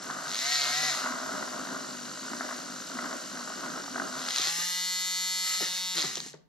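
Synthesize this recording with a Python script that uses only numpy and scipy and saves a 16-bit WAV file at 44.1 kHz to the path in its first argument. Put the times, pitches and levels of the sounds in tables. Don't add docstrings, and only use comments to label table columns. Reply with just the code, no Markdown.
import sys
import numpy as np
from scipy import signal
from scipy.fft import rfft, irfft
from scipy.io import wavfile
from scipy.ndimage import uniform_filter1d

SR = 44100
rng = np.random.default_rng(int(sys.argv[2]) if len(sys.argv) > 2 else 0)


def to_wav(s):
    ch = np.atleast_2d(s).T
    pcm = np.round(np.clip(ch, -1, 1) * 32767)
    wavfile.write(sys.argv[1], SR, pcm.astype(np.int16))


N = 285765
TIME = np.arange(N) / SR

LADEN_HZ, SKIM_HZ, FREE_HZ = 55, 146, 184.2
STALL_HZ = 34.6
OUT_S, SHED_S, RAISED_S, OFF_S = 4.51, 4.63, 5.65, 5.94


def gain_of(db):
    return 10 ** (np.asarray(db) / 20)


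def evened(x):
    return x / np.sqrt(np.mean(x ** 2) + 1e-20)


def steadied(x, size=4000):
    power = uniform_filter1d(uniform_filter1d(x ** 2, size), size)
    return x / np.sqrt(abs(power) + 1e-4 * np.mean(x ** 2))


def ramp(x, start, end):
    return np.clip((x - start) / (end - start), 0, 1)


def held(s, length, db, onset_db_per_s=249, release_db_per_s=117):
    early = np.maximum(s - TIME, 0)
    late = np.maximum(TIME - s - length, 0)
    return gain_of(db - onset_db_per_s * early - release_db_per_s * late)


def read(points, hz):
    f, value = np.transpose(points)
    return np.interp(np.log(hz + 1), np.log(f + 1), value)


def drift(hz):
    knots = rng.standard_normal(N // 20)
    return np.interp(TIME * hz, np.arange(len(knots)), knots)


def add(mix, s, sound):
    part = mix[max(round(s * SR), 0):][:len(sound)]
    part += sound[:len(part)]


def colour(x, points, rings=(), size=4096):
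    hz = abs(np.fft.fftfreq(size, 1 / SR))
    octaves_above = np.maximum(np.log2((hz + 1) / points[-1][0]), 0)
    octaves_below = np.maximum(np.log2(points[0][0] / (hz + 1)), 0)
    gain = gain_of(read(points, hz) - 30 * (octaves_above + octaves_below))
    gain = gain * (1 + sum(gain_of(db) / (1 + (2 * (hz - f) / width) ** 2) for f, width, db in rings))
    log_gain = np.log(gain + 1e-5)
    response = np.fft.ifft(np.exp(np.conj(signal.hilbert(log_gain)))).real
    return signal.oaconvolve(x, response)[:N]


def strikes(turns, place, jitter, spread_db, size=8):
    n = np.arange(1, int(turns[-1]))
    slip, force = rng.standard_normal((len(n), 2)).T
    at = np.interp(n + place + jitter * slip, turns, np.arange(N))
    taps = at.astype(int)[:, None] + np.arange(1 - size, size + 1)
    offset, out = taps - at[:, None], np.zeros(N)
    strength = gain_of(spread_db * np.clip(force, -2, 2))[:, None]
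    impulse = np.sinc(offset) * np.cos(np.pi * offset / (2 * size)) ** 2
    np.add.at(out, np.clip(taps, 0, N - 1), strength * impulse)
    return out


def chatter(x, decay_s, size=400):
    burst = rng.standard_normal(size) * np.exp(-np.arange(size) / (decay_s * SR))
    flat = irfft(np.exp(1j * np.angle(rfft(burst, 2 * size))))[:size]
    return np.convolve(x, flat)[:N]


def blows(rows, points, decay_s, size=2500):
    out, t = np.zeros(N), np.arange(size) / SR
    for s, db in rows:
        ring = colour(rng.standard_normal(size) * np.exp(-t / decay_s), points)
        add(out, s, gain_of(db) * ring / abs(ring).max())
    return out


# (per Hz, relative)
KITCHEN_COLOUR = [(20, -7), (50, 5.5), (100, -11), (150, 1.5), (200, 6), (260, -4), (500, -10), (1000, -21),
                  (4000, -41), (15000, -33)]


def kitchen(db=-73):
    shared, left, right = (evened(colour(rng.standard_normal(N), KITCHEN_COLOUR)) for _ in range(3))
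    return gain_of(db) * np.array([shared + .5 * left, shared + .5 * right])


# f/Hz, level/dB (relative)
ECHO_COLOUR = [(150, -5), (400, 5), (800, 3.5), (2000, 1), (6000, 1.5), (8500, 5), (13000, 2.5)]
# f/Hz, t/s
ECHO_TIMES = [(150, 1.8), (300, 0.23), (600, 0.47), (2000, 0.44), (6000, 0.29), (14000, 0.18)]


def room(x, size=30000):
    sparse = rng.random((2, size)) < .1
    taps = rng.standard_normal((2, size)) * sparse * (np.arange(size) > .002 * SR)
    hz, t, z = signal.stft(taps, SR, nperseg=256)
    field_db = read(ECHO_COLOUR, hz)[:, None] - 60 * t / read(ECHO_TIMES, hz)[:, None]
    tail = signal.istft(z * gain_of(field_db), SR, nperseg=256)[1]
    return signal.fftconvolve(x[None], tail / np.linalg.norm(tail[0]), axes=1)[:, :N]


# f/Hz, level/dB (left minus right)
PORT_BALANCE = [(60, -5), (110, 5), (200, -2), (380, 4), (700, -1.5), (1290, -0.5), (2380, 7.5), (4400, 0),
                (8120, 0.5), (15000, -13.5)]
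# f/Hz, phase/rad
PORT_PHASE = [(0, -4), (430, 1.21), (690, -0.93), (2070, 1.63), (2840, 0.8), (4910, 0), (6550, 1.5),
              (7150, 2), (8350, 2), (9560, -8.5), (11100, 2), (11900, 1), (12400, 3), (15300, 13)]


def ports(x):
    hz = np.fft.rfftfreq(2 * N, 1 / SR)
    left = gain_of(read(PORT_BALANCE, hz) / 2) * np.exp(.5j * read(PORT_PHASE, hz))
    pair = np.array([left, 1 / left])
    return irfft(rfft(x, 2 * N) * pair / np.maximum(abs(pair.mean(0)), .6))[:, :N]


def glass_echo(x, db=-8, echo_s=.0018, sway_s=.0001, sway_per_s=6, above_hz=5000):
    treble = signal.sosfilt(signal.butter(4, above_hz, "high", fs=SR, output="sos"), x)
    paths = [np.interp(TIME - echo_s - sway_s * drift(sway_per_s), TIME, treble) for _ in range(2)]
    return gain_of(db) * np.array(paths)


# t/s, level/dB (peak)
CLACKS = [(4.2867, -19), (4.3066, -21), (4.3605, -17), (4.3834, -16.5), (4.4174, -18), (4.4714, -17.5),
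          (4.623, -25), (5.465, -27), (5.609, -23), (5.616, -24), (5.652, -24), (5.766, -29),
          (6.1554, -18.5), (6.1704, -25), (6.1794, -25), (6.2028, -21), (6.2625, -34), (6.2835, -35),
          (6.3315, -38), (6.343, -42), (6.374, -52)]
# t/s, level/dB (peak)
BUMPS = [(4.395, -32), (4.47, -38), (4.583, -41.5), (5.604, -30), (5.624, -30.5), (5.648, -52),
         (5.955, -35.5), (5.98, -37), (6.039, -28), (6.17, -35.5), (6.26, -38), (6.338, -37.5)]
# start t/s, length t/s, typical level/dB (peak)
WOBBLES = [(0.27, .07, -27), (0.345, .06, -22), (0.615, .05, -23), (4.17, .1, -29), (4.32, .18, -23.5),
           (5.965, .065, -19.5)]
# (per Hz, relative)
CLACK_COLOUR = [(500, -15.5), (1900, -14.5), (2700, -17), (3300, -3.5), (4300, 0), (5200, -7.5), (6300, -6),
                (7500, -19.5), (11000, -29.5), (15000, -75)]
# (per Hz, relative)
BUMP_COLOUR = [(110, -45), (150, 6.5), (250, -3), (380, 6), (550, -4.5), (750, -4), (1200, -8.5),
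               (1900, -9), (3000, -24)]


def jar(speed, clack_db=0.0, bump_db=-1, spread_db=1.9):
    new_turn = np.diff(np.floor(np.cumsum(speed) / SR), prepend=0) > 0
    hits = list(CLACKS)
    for start, length, db in WOBBLES:
        for s in TIME[new_turn & (TIME > start) & (TIME < start + length)]:
            hits.append((s, db + spread_db * rng.standard_normal()))
    clacks = blows(hits, CLACK_COLOUR, decay_s=.0012)
    bumps = blows(BUMPS, BUMP_COLOUR, decay_s=.011)
    return gain_of(clack_db) * clacks + gain_of(bump_db) * bumps


# t/s, starting pitch f/Hz, level/dB (about the peak)
GLUGS = [(1.103, 286, -34.5), (2.314, 292, -34), (2.335, 284, -33.5), (2.439, 710, -39.5),
         (2.442, 342, -43), (2.952, 277, -34), (3.054, 308, -35), (3.137, 680, -36)]


def glugs(glide_per_s=-14, rise_s=0.0036, decay_s=0.0056, size=2000):
    out, t = np.zeros(N), np.arange(size) / SR
    swell = (1 - np.exp(-t / rise_s)) ** 2 * np.exp(-t / decay_s)
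    for s, hz, db in GLUGS:
        cycles = np.cumsum(hz * np.exp(glide_per_s * t)) / SR
        add(out, s, gain_of(db) * swell / swell.max() * np.sin(2 * np.pi * cycles))
    return out


# t/s, level/dB (peak of the burst)
GULPS = [(0.099, -22.5), (0.701, -29), (1.061, -22), (1.087, -24), (1.426, -25), (1.477, -29), (1.532, -28),
         (1.671, -30), (1.762, -28.5), (2.333, -25), (2.407, -21), (2.489, -27), (2.509, -26.5),
         (2.525, -26), (2.987, -22.5), (3.041, -27.5), (3.055, -28), (3.112, -28), (3.127, -25),
         (3.475, -27.5), (3.501, -29), (3.879, -29.5), (3.958, -20), (3.978, -25.5), (3.998, -20.5),
         (4.018, -23), (4.283, -24)]
# (per Hz, relative)
SLOSH_COLOUR = [(400, -29.5), (480, -26), (620, -1.5), (730, -5.5), (860, -12.5), (1020, -2.5), (1170, -3),
                (1390, -2), (1560, -2), (1720, -11.5), (2000, -13.5), (2400, -30.5)]
# (per Hz, relative)
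BURBLE_COLOUR = [(59, -42), (100, -37.5), (113, -57), (135, -10), (172, -8.5), (194, -4), (226, -9),
                 (248, 1.5), (321, -11), (348, -2.5), (441, -6), (560, -7), (730, -23.5), (1230, -120)]
SMALL_GULPS_PER_S, SMALL_GULP_DB = 2, -34.5
THUMP_DB = -19.5


def gulps(speed, slosh_db=-1, spread_db=2):
    deep = (speed < (LADEN_HZ + SKIM_HZ) / 2) & (TIME < OUT_S)
    small = TIME[deep & (rng.random(N) < SMALL_GULPS_PER_S / SR)]
    pockets = list(GULPS) + [(s, SMALL_GULP_DB + spread_db * rng.standard_normal()) for s in small]
    burst = blows(pockets, SLOSH_COLOUR, decay_s=.004)
    thump = blows(pockets, BURBLE_COLOUR, decay_s=.006)
    return gain_of(slosh_db) * (burst + gain_of(THUMP_DB) * thump)


def bubbles(per_s, spread_db, wash_db):
    signs = (rng.random(N) < per_s / SR) * rng.choice([-1, 1], N)
    pops = signs * gain_of(spread_db * np.minimum(rng.exponential(1, N), 3))
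    return evened(pops) + gain_of(wash_db) * rng.standard_normal(N)


def depth(speed):
    return 1 - ramp(speed, LADEN_HZ, FREE_HZ)


# middle t/s, half length t/s, slosh level/dB, deep burble level/dB
SURGES = [(0.204, 0.11, -41, -64), (0.685, 0.045, -37, -50), (1.08, 0.18, -37, -46.5),
          (1.408, 0.14, -39.5, -44), (1.717, 0.2, -44, -44.5), (2.434, 0.11, -41.5, -41.5),
          (3.06, 0.12, -41, -43.5), (3.62, 0.19, -42.5, -44.5), (3.99, 0.074, -47, -41),
          (4.17, 0.099, -41.5, -46.5)]
CALM_SLOSH_DB, CALM_BURBLE_DB = -48, -49


def churn(speed):
    power = (gain_of([[CALM_SLOSH_DB], [CALM_BURBLE_DB]]) * depth(speed)) ** 2
    for s, half, slosh_db, burble_db in SURGES:
        power = power + gain_of([[slosh_db], [burble_db]]) ** 2 * np.exp(-((TIME - s) / half) ** 2)
    return np.sqrt(power)


# f/Hz, width f/Hz, level/dB (above the slosh and burble)
JAR_RINGS = [(161, 8.3, -11), (207.5, 42, 2), (254.6, 20, 2.5), (296, 46, 1.5), (350, 33, -13),
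             (602, 45, -10), (1371, 55, 1), (1468, 40, -5)]
FLUTTER_BASE, FLUTTER_TURNS = .65, .25
FOAM_DB = -64.5


def liquid(speed, slosh_db=0.0, burble_db=-3.0, lumps_db=0.5, deep_lumps_db=1, heave_db=2.23, end_s=4.55):
    upper, deep = churn(speed) * gain_of(heave_db * drift(18))
    lumps = drift(90)
    flutter = FLUTTER_BASE + np.exp(-(np.cumsum(speed) / SR % 1) / FLUTTER_TURNS)
    splashes = bubbles(1600, 1.8, -6.0) * flutter * gain_of(lumps_db * lumps)
    slosh = steadied(colour(splashes, SLOSH_COLOUR, JAR_RINGS))
    deep_pops = bubbles(400, 5.8, -1.7) * gain_of(deep_lumps_db * lumps)
    burble = steadied(colour(deep_pops, BURBLE_COLOUR, JAR_RINGS, size=8192))
    dipped = np.clip((end_s - TIME) / 0.26, 0, 1)
    foam = gain_of(FOAM_DB) * (1 - dipped) * (1 - ramp(TIME, RAISED_S, OFF_S + 0.36))
    stirred = upper * gain_of(slosh_db) * slosh + deep * gain_of(burble_db) * burble
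    return dipped * stirred + foam * slosh


# t/s, length t/s, strength level/dB, speed lost (turns per second)
GRAZES = [(4.595, 0.018, -3, 0.071), (5.452, 0.097, -4, 0.093), (5.606, 0.041, -1, 1.6),
          (5.732, 0.034, -6.5, 0.23)]


def grazing():
    rubs = [held(s, length, db, onset_db_per_s=903, release_db_per_s=188) for s, length, db, _ in GRAZES]
    return np.max(rubs, axis=0)


# t/s, f/Hz (turns per second)
SPEED = [(0, 45), (.21, 53), (.4, 125.3), (.434, 135.9), (.508, 146.4), (.562, 145.9), (.604, 141.4),
         (.724, 143.3), (.788, 150.2), (.85, 151.9), (.88, 150.6), (.95, 127), (1.14, 63), (1.36, 69),
         (1.54, 56), (1.88, 48.5), (2.12, 48.5), (2.27, 58), (2.52, 63), (2.66, 47), (3.1, 59), (3.24, 51),
         (3.6, 57), (3.85, 46), (4.07, 56), (4.25, 90), (4.4, 141)]
SPIN_UP_S, RECOVER_S = .11, .1
FILM_DRAG_HZ, FILM_SHED_S = 5, .33
COAST_HZ_PER_S = 438


def shaft_speed():
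    lift_s, lift_hz = SPEED[-1]
    since = np.maximum(TIME - lift_s, 0)
    spin_up = (FREE_HZ - lift_hz - FILM_DRAG_HZ) * np.exp(-since / SPIN_UP_S)
    free = FREE_HZ - spin_up - FILM_DRAG_HZ * np.exp(-since / FILM_SHED_S)
    sag = np.zeros(N)
    for s, length, _, lost in GRAZES:
        recovery = np.exp(-np.maximum(TIME - s - length, 0) / RECOVER_S)
        sag += lost * ramp(TIME, s, s + length) * recovery
    s, hz = np.transpose(SPEED)
    running = np.where(TIME < lift_s, np.interp(TIME, s, hz), free) - sag
    return np.maximum(running - COAST_HZ_PER_S * np.maximum(TIME - OFF_S, 0), 1)


SKIM_UNEVEN_DB, SETTLE_DB_PER_S, SETTLED_DB = -.8, 73, -18.5


def unevenness(speed, skim_from_hz=132):
    dipped_db = SKIM_UNEVEN_DB * ramp(speed, skim_from_hz, SKIM_HZ)
    falling_db = dipped_db - SETTLE_DB_PER_S * np.maximum(TIME - SHED_S, 0)
    settling = gain_of(np.maximum(falling_db, SETTLED_DB))
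    return np.minimum(np.max([settling, grazing(), ramp(TIME, OFF_S, OFF_S + .015)], axis=0), 1)


def hum(turns, orders, once=0.29, twice=1.0, size=2048):
    angle = np.arange(size) / size
    swell = np.exp(once * np.cos(2 * np.pi * angle) + twice * np.cos(2 * np.pi * 2 * angle))
    phases = np.angle(rfft(rng.standard_normal(size) * swell))
    wave = sum(gain_of(db) * np.cos(2 * np.pi * round(k) * angle + phases[round(k)]) for k, db in orders)
    return evened(np.interp(turns, angle, wave, period=1))


# multiple of the shaft speed, level/dB (relative)
SHAKE_ORDERS = [(1, 21.5), (2, 10), (3, 0), (4, 0.5), (5, -4.5), (6, 1)]
# t/s, length t/s, level/dB
SWINGS = [(0.07, 0.25, -50), (0.777, 0.11, -55.5)]
SHAKE_DIPPED_DB, SHAKE_COAST_DB = -56, -50


def shake(turns, speed, dipped, coasting):
    coast_sway = gain_of(SHAKE_COAST_DB) * coasting * np.sqrt((speed - 1) / FREE_HZ)
    sway = gain_of(SHAKE_DIPPED_DB) * dipped * depth(speed) + coast_sway
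    sway = np.maximum(sway, sum(held(*row) for row in SWINGS))
    return sway * steadied(colour(hum(turns, SHAKE_ORDERS), BURBLE_COLOUR)) * gain_of(2 * drift(30))


# f/Hz, level/dB (relative)
WHINE_COLOUR = [(140, -21), (430, -20), (600, -4), (730, 1.5), (800, -1), (1020, -16), (1300, -6),
                (1600, -4), (1780, -7), (1900, 6), (1980, 5), (2140, 1), (2300, -16), (2600, -12),
                (2900, -7), (3150, -16)]
# t/s, length t/s, level/dB (before the trim in whine())
SINGING = (0.47, 0.43, -40)


def whine(turns, whine_db=1.5):
    push, pull = (strikes(turns, place, .003, 1) for place in (0, .5))
    sung = steadied(colour(push - pull, WHINE_COLOUR))
    return gain_of(whine_db) * held(*SINGING, onset_db_per_s=119) * sung


# (per Hz, relative)
TAP_COLOUR = [(3000, -21.5), (3900, -2.5), (4250, -11.5), (4500, 4.5), (4750, -9.5), (5500, -24)]


def bearing_taps(turns, db=-52.5):
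    return gain_of(db) * steadied(colour(strikes(turns, .2, .01, 2), TAP_COLOUR))


# (per Hz, relative)
TICK_COLOUR = [(6500, -31), (8000, -11), (8400, -2), (9900, -4.5), (10700, 4.5), (12000, 2), (13200, -5.5),
               (14000, -17), (15500, -20)]


def ticks(turns, uneven, spark_db=-10, fizz=0.51):
    poles = sum(gain_of(db) * strikes(turns, .45 + k / 3, .0002, 1) for k, db in enumerate([0, -1.5, -3.5]))
    glow = signal.lfilter([1], [1, -np.exp(-1 / (.0005 * SR))], abs(poles))
    sparks = (gain_of(spark_db) + fizz * uneven) * steadied(glow * rng.standard_normal(N))
    return steadied(colour(steadied(chatter(poles, 0.00075)) + sparks, TICK_COLOUR))


# (per Hz, relative)
RATTLE_COLOUR = [(290, -32), (500, -15.5), (655, -8.5), (724, -5), (835, -11), (1320, -1), (1750, -5),
                 (1910, 3), (2290, -6.5), (3200, -5), (3750, 4.5), (4400, 3.5), (4750, -1.5), (5100, 5),
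                 (5500, -5), (6480, -1.5), (7380, -9.5), (7700, -20), (11100, -35), (15000, -40.5)]


def rattle(turns, rebound_db=-4, scrape_db=0.0, scrape_turns=0.11):
    knock, rebound = (strikes(turns, place, .008, 2) for place in (0, .43))
    knocks = chatter(knock + gain_of(rebound_db) * rebound, .0008)
    scrape = rng.standard_normal(N) * (1.4 + np.exp(-(turns % 1) / scrape_turns)) * gain_of(2 * drift(120))
    return steadied(colour(steadied(knocks) + gain_of(scrape_db) * evened(scrape), RATTLE_COLOUR))


# t/s, length t/s, level/dB
RIDE = (0.508, 0.1, -33)
# (per Hz, relative)
IN_STEP_COLOUR = [(1500, -22), (2100, -8), (2600, -5), (3300, -6), (3800, 1), (4300, 5), (4600, 2),
                  (4850, -9), (5150, 1), (5500, -6), (7200, -6), (7800, -22)]


def ride(turns, rebound_db=-6):
    knock, rebound = (strikes(turns, place, .002, 1) for place in (0, .43))
    knocks = chatter(knock + gain_of(rebound_db) * rebound, .002)
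    return held(*RIDE) * steadied(colour(knocks, IN_STEP_COLOUR))


# t/s, length t/s, level/dB (before the skim trim)
SKIMS = [(0.464, 0.43, -41), (0.53, 0.029, -31), (4.415, 0.13, -61)]
RATTLE_DB, RATTLE_DB_PER_OCTAVE = -32.5, 17.5
RIDING_DB = -5


def knocking(turns, speed, uneven, dipped, coasting, free_db=-11, graze_db=-2, coast_db=-1, skim_db=3.0):
    skimming = np.max([held(*row) for row in SKIMS], axis=0)
    riding = held(*RIDE[:2], 0)
    whirl = np.max([dipped * uneven, gain_of(free_db) * uneven,
                    gain_of(graze_db) * grazing(), gain_of(coast_db) * coasting], axis=0)
    whirl = whirl * gain_of(RATTLE_DB + RATTLE_DB_PER_OCTAVE * np.log2(np.minimum(speed / SKIM_HZ, 1)))
    loose = np.hypot(whirl, gain_of(skim_db) * skimming) * gain_of(RIDING_DB * riding)
    return loose * rattle(turns) + ride(turns)


# (per Hz, relative)
RASP_COLOUR = [(1060, -29), (1800, 3.5), (2430, -5), (2930, 0), (3200, -1.5), (4000, 0.5), (6340, 6),
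               (6990, 1), (7580, -3.5), (8500, -6), (9460, -10.5), (11700, -21), (14000, -32), (15000, -37)]
# f/Hz, width f/Hz, level/dB (above the rasp)
CASE_RINGS = [(2900, 62, 3), (4100, 93, 2), (4640, 110, -16), (5150, 62, -3), (5570, 45, 1.5),
              (6200, 46, -12), (7360, 57, 7.5), (7510, 60, 5)]


def rasp(turns, jitter=0.0063, spread_db=3, hiss_db=-3, gate=0.8, count=30):
    gaps = sum(gain_of(-3 * (k % 2)) * strikes(turns, k / 6, jitter, spread_db) for k in range(6))
    flaws = sum(rng.standard_normal() * strikes(turns, rng.random(), 0.00054, spread_db) for _ in range(count))
    gap_phase = 2 * np.pi * 6 * turns
    hiss = rng.standard_normal(N) * (1 + gate * np.cos(gap_phase))
    scrape = gain_of(-10.5) * steadied(gaps) + gain_of(-4.5) * steadied(flaws) + gain_of(hiss_db) * hiss
    return steadied(colour(scrape, RASP_COLOUR, CASE_RINGS))


# t/s, length t/s, level/dB
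LIFT = (4.47, 0.16, -50.5)
# multiple of the shaft speed, level/dB (relative)
LIFT_HUM = [(1, -4), (3, -13), (4, -14), (5, 0), (6, -9), (7, -5), (9, -6), (11, -3)]
# multiple of the shaft speed, level/dB (relative)
COAST_HUM = [(1, -2), (2, 0), (3, -8), (4, -6), (5, -8)]


def glides(turns, coast_db=-46.5, coast_fade_db_per_s=65):
    rising = held(*LIFT) * hum(turns, LIFT_HUM)
    fade = held(OFF_S + .02, 0, coast_db, onset_db_per_s=1200, release_db_per_s=coast_fade_db_per_s)
    speed = np.gradient(turns) * SR
    return rising + fade * hum(turns, COAST_HUM) * ramp(speed, STALL_HZ * 2, SKIM_HZ)


# multiple of the shaft speed, level/dB (relative)
BUZZ = [(1, -20), (2, -44), (3, -28), (4, -28), (5, -16), (6, -20), (7, -16), (8, -22), (9, -13), (10, -17),
        (11, -6.5), (12, -17), (13, -17), (14, -20), (15, -34), (16, -10), (17, -14), (18, -8), (19, -16),
        (20, -2), (21, -10), (22, -6), (23, -4), (24, 0), (25, -10), (26, -13), (27, -5), (28, -10),
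        (29, -10), (30, -10), (31, -9), (32, -10), (33, -9), (34, -16), (35, -13), (36, -5), (37, -10),
        (38, -24), (39, -20), (40, -4), (41, -14), (42, -19), (43, -24), (44, -26), (45, -16), (46, -21),
        (47, -27), (48, -24), (49, -26), (50, -20), (51, -20), (52, -28), (53, -23), (54, -32), (55, -34),
        (56, -27), (57, -20), (58, -17), (59, -26), (60, -18), (61, -22), (62, -22), (63, -19), (64, -24),
        (65, -21), (66, -24)]
# multiple of the shaft speed, level/dB (relative)
BUZZ_RAISED = [(1, -17), (2, -42), (3, -25), (4, -27), (5, -12), (6, -17), (7, -16), (8, -20), (9, -16),
               (10, -18), (11, -9), (12, -17), (13, -20), (14, -17), (15, -14), (16, -9), (17, -15),
               (18, -7), (19, -8), (20, 0), (21, -2), (22, -5), (23, -4), (24, -1), (25, -11), (26, -11),
               (27, -4), (28, -13), (29, -10), (30, -5), (31, -11), (32, -13), (33, -8), (34, -15),
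               (35, -13), (36, -11), (37, -16), (38, -15), (39, -18), (40, -6), (41, -18), (42, -19),
               (43, -23), (44, -23), (45, -13), (46, -19), (47, -25), (48, -28), (49, -24), (50, -19),
               (51, -19)]


def buzz(turns, raising_s=0.077):
    raised = ramp(TIME, RAISED_S - raising_s, RAISED_S)
    return np.sqrt(1 - raised) * hum(turns, BUZZ) + np.sqrt(raised) * hum(turns, BUZZ_RAISED)


DRIVE_DB, DRIVE_DB_PER_HZ = -43, 0.0837
BRUSH_DB, BRUSH_DB_PER_HZ = -63, 0.1357
SMOOTH_TICKS = 0.55
RAISED_DB = -1.5


def whisk(speed, buzz_db=-0.5, rasp_db=-2.0, throb_db=0.45):
    uneven = unevenness(speed)
    wavering = speed * (1 + (.00032 + .003 * uneven ** 4) * drift(60))
    turns = np.cumsum(wavering) / SR
    dipped = 1 - ramp(TIME, OUT_S - .02, OUT_S + .015)
    coasting = ramp(TIME, OFF_S, OFF_S + .03)
    binding = np.cos(2 * np.pi * turns) + np.cos(2 * np.pi * 2 * turns)
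    throb = gain_of(throb_db * depth(speed) * binding)
    drive = gain_of(DRIVE_DB + DRIVE_DB_PER_HZ * (speed - LADEN_HZ))
    clean = drive * np.sqrt(1 - uneven ** 2) * gain_of(buzz_db) * buzz(turns)
    rough = drive * uneven * gain_of(rasp_db) * steadied(throb * rasp(turns))
    brush_gain = gain_of(BRUSH_DB + BRUSH_DB_PER_HZ * (speed - LADEN_HZ))
    brushes = brush_gain * (SMOOTH_TICKS + (1 - SMOOTH_TICKS) * uneven) * ticks(turns, uneven)
    presence = ramp(speed - 1, 0, STALL_HZ) * gain_of(RAISED_DB * ramp(TIME, RAISED_S - .1, RAISED_S + .05))
    tone = presence * clean + whine(turns) + glides(turns)
    clatter = presence * (rough + brushes) + dipped * bearing_taps(turns)
    clatter = clatter + knocking(turns, speed, uneven, dipped, coasting)
    return tone, clatter + shake(turns, speed, dipped, coasting)


def scene(room_db=-8, tone_room_db=-15):
    speed = shaft_speed()
    tone, clatter = whisk(speed)
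    near = clatter + liquid(speed) + gulps(speed) + glugs() + jar(speed)
    reflected = room(gain_of(room_db) * near + gain_of(tone_room_db) * tone)
    return ports(near + tone) + glass_echo(clatter + tone) + reflected + kitchen()


def record(dry, low_cut_hz=62.5, edge_hz=15700):
    lean = signal.sosfilt(signal.butter(2, low_cut_hz, "high", fs=SR, output="sos"), dry)
    band_limit = signal.firwin(511, edge_hz, window=("kaiser", 9), fs=SR)
    return signal.oaconvolve(lean, band_limit[None], "same")


dry = scene()
out = record(dry)
to_wav(out)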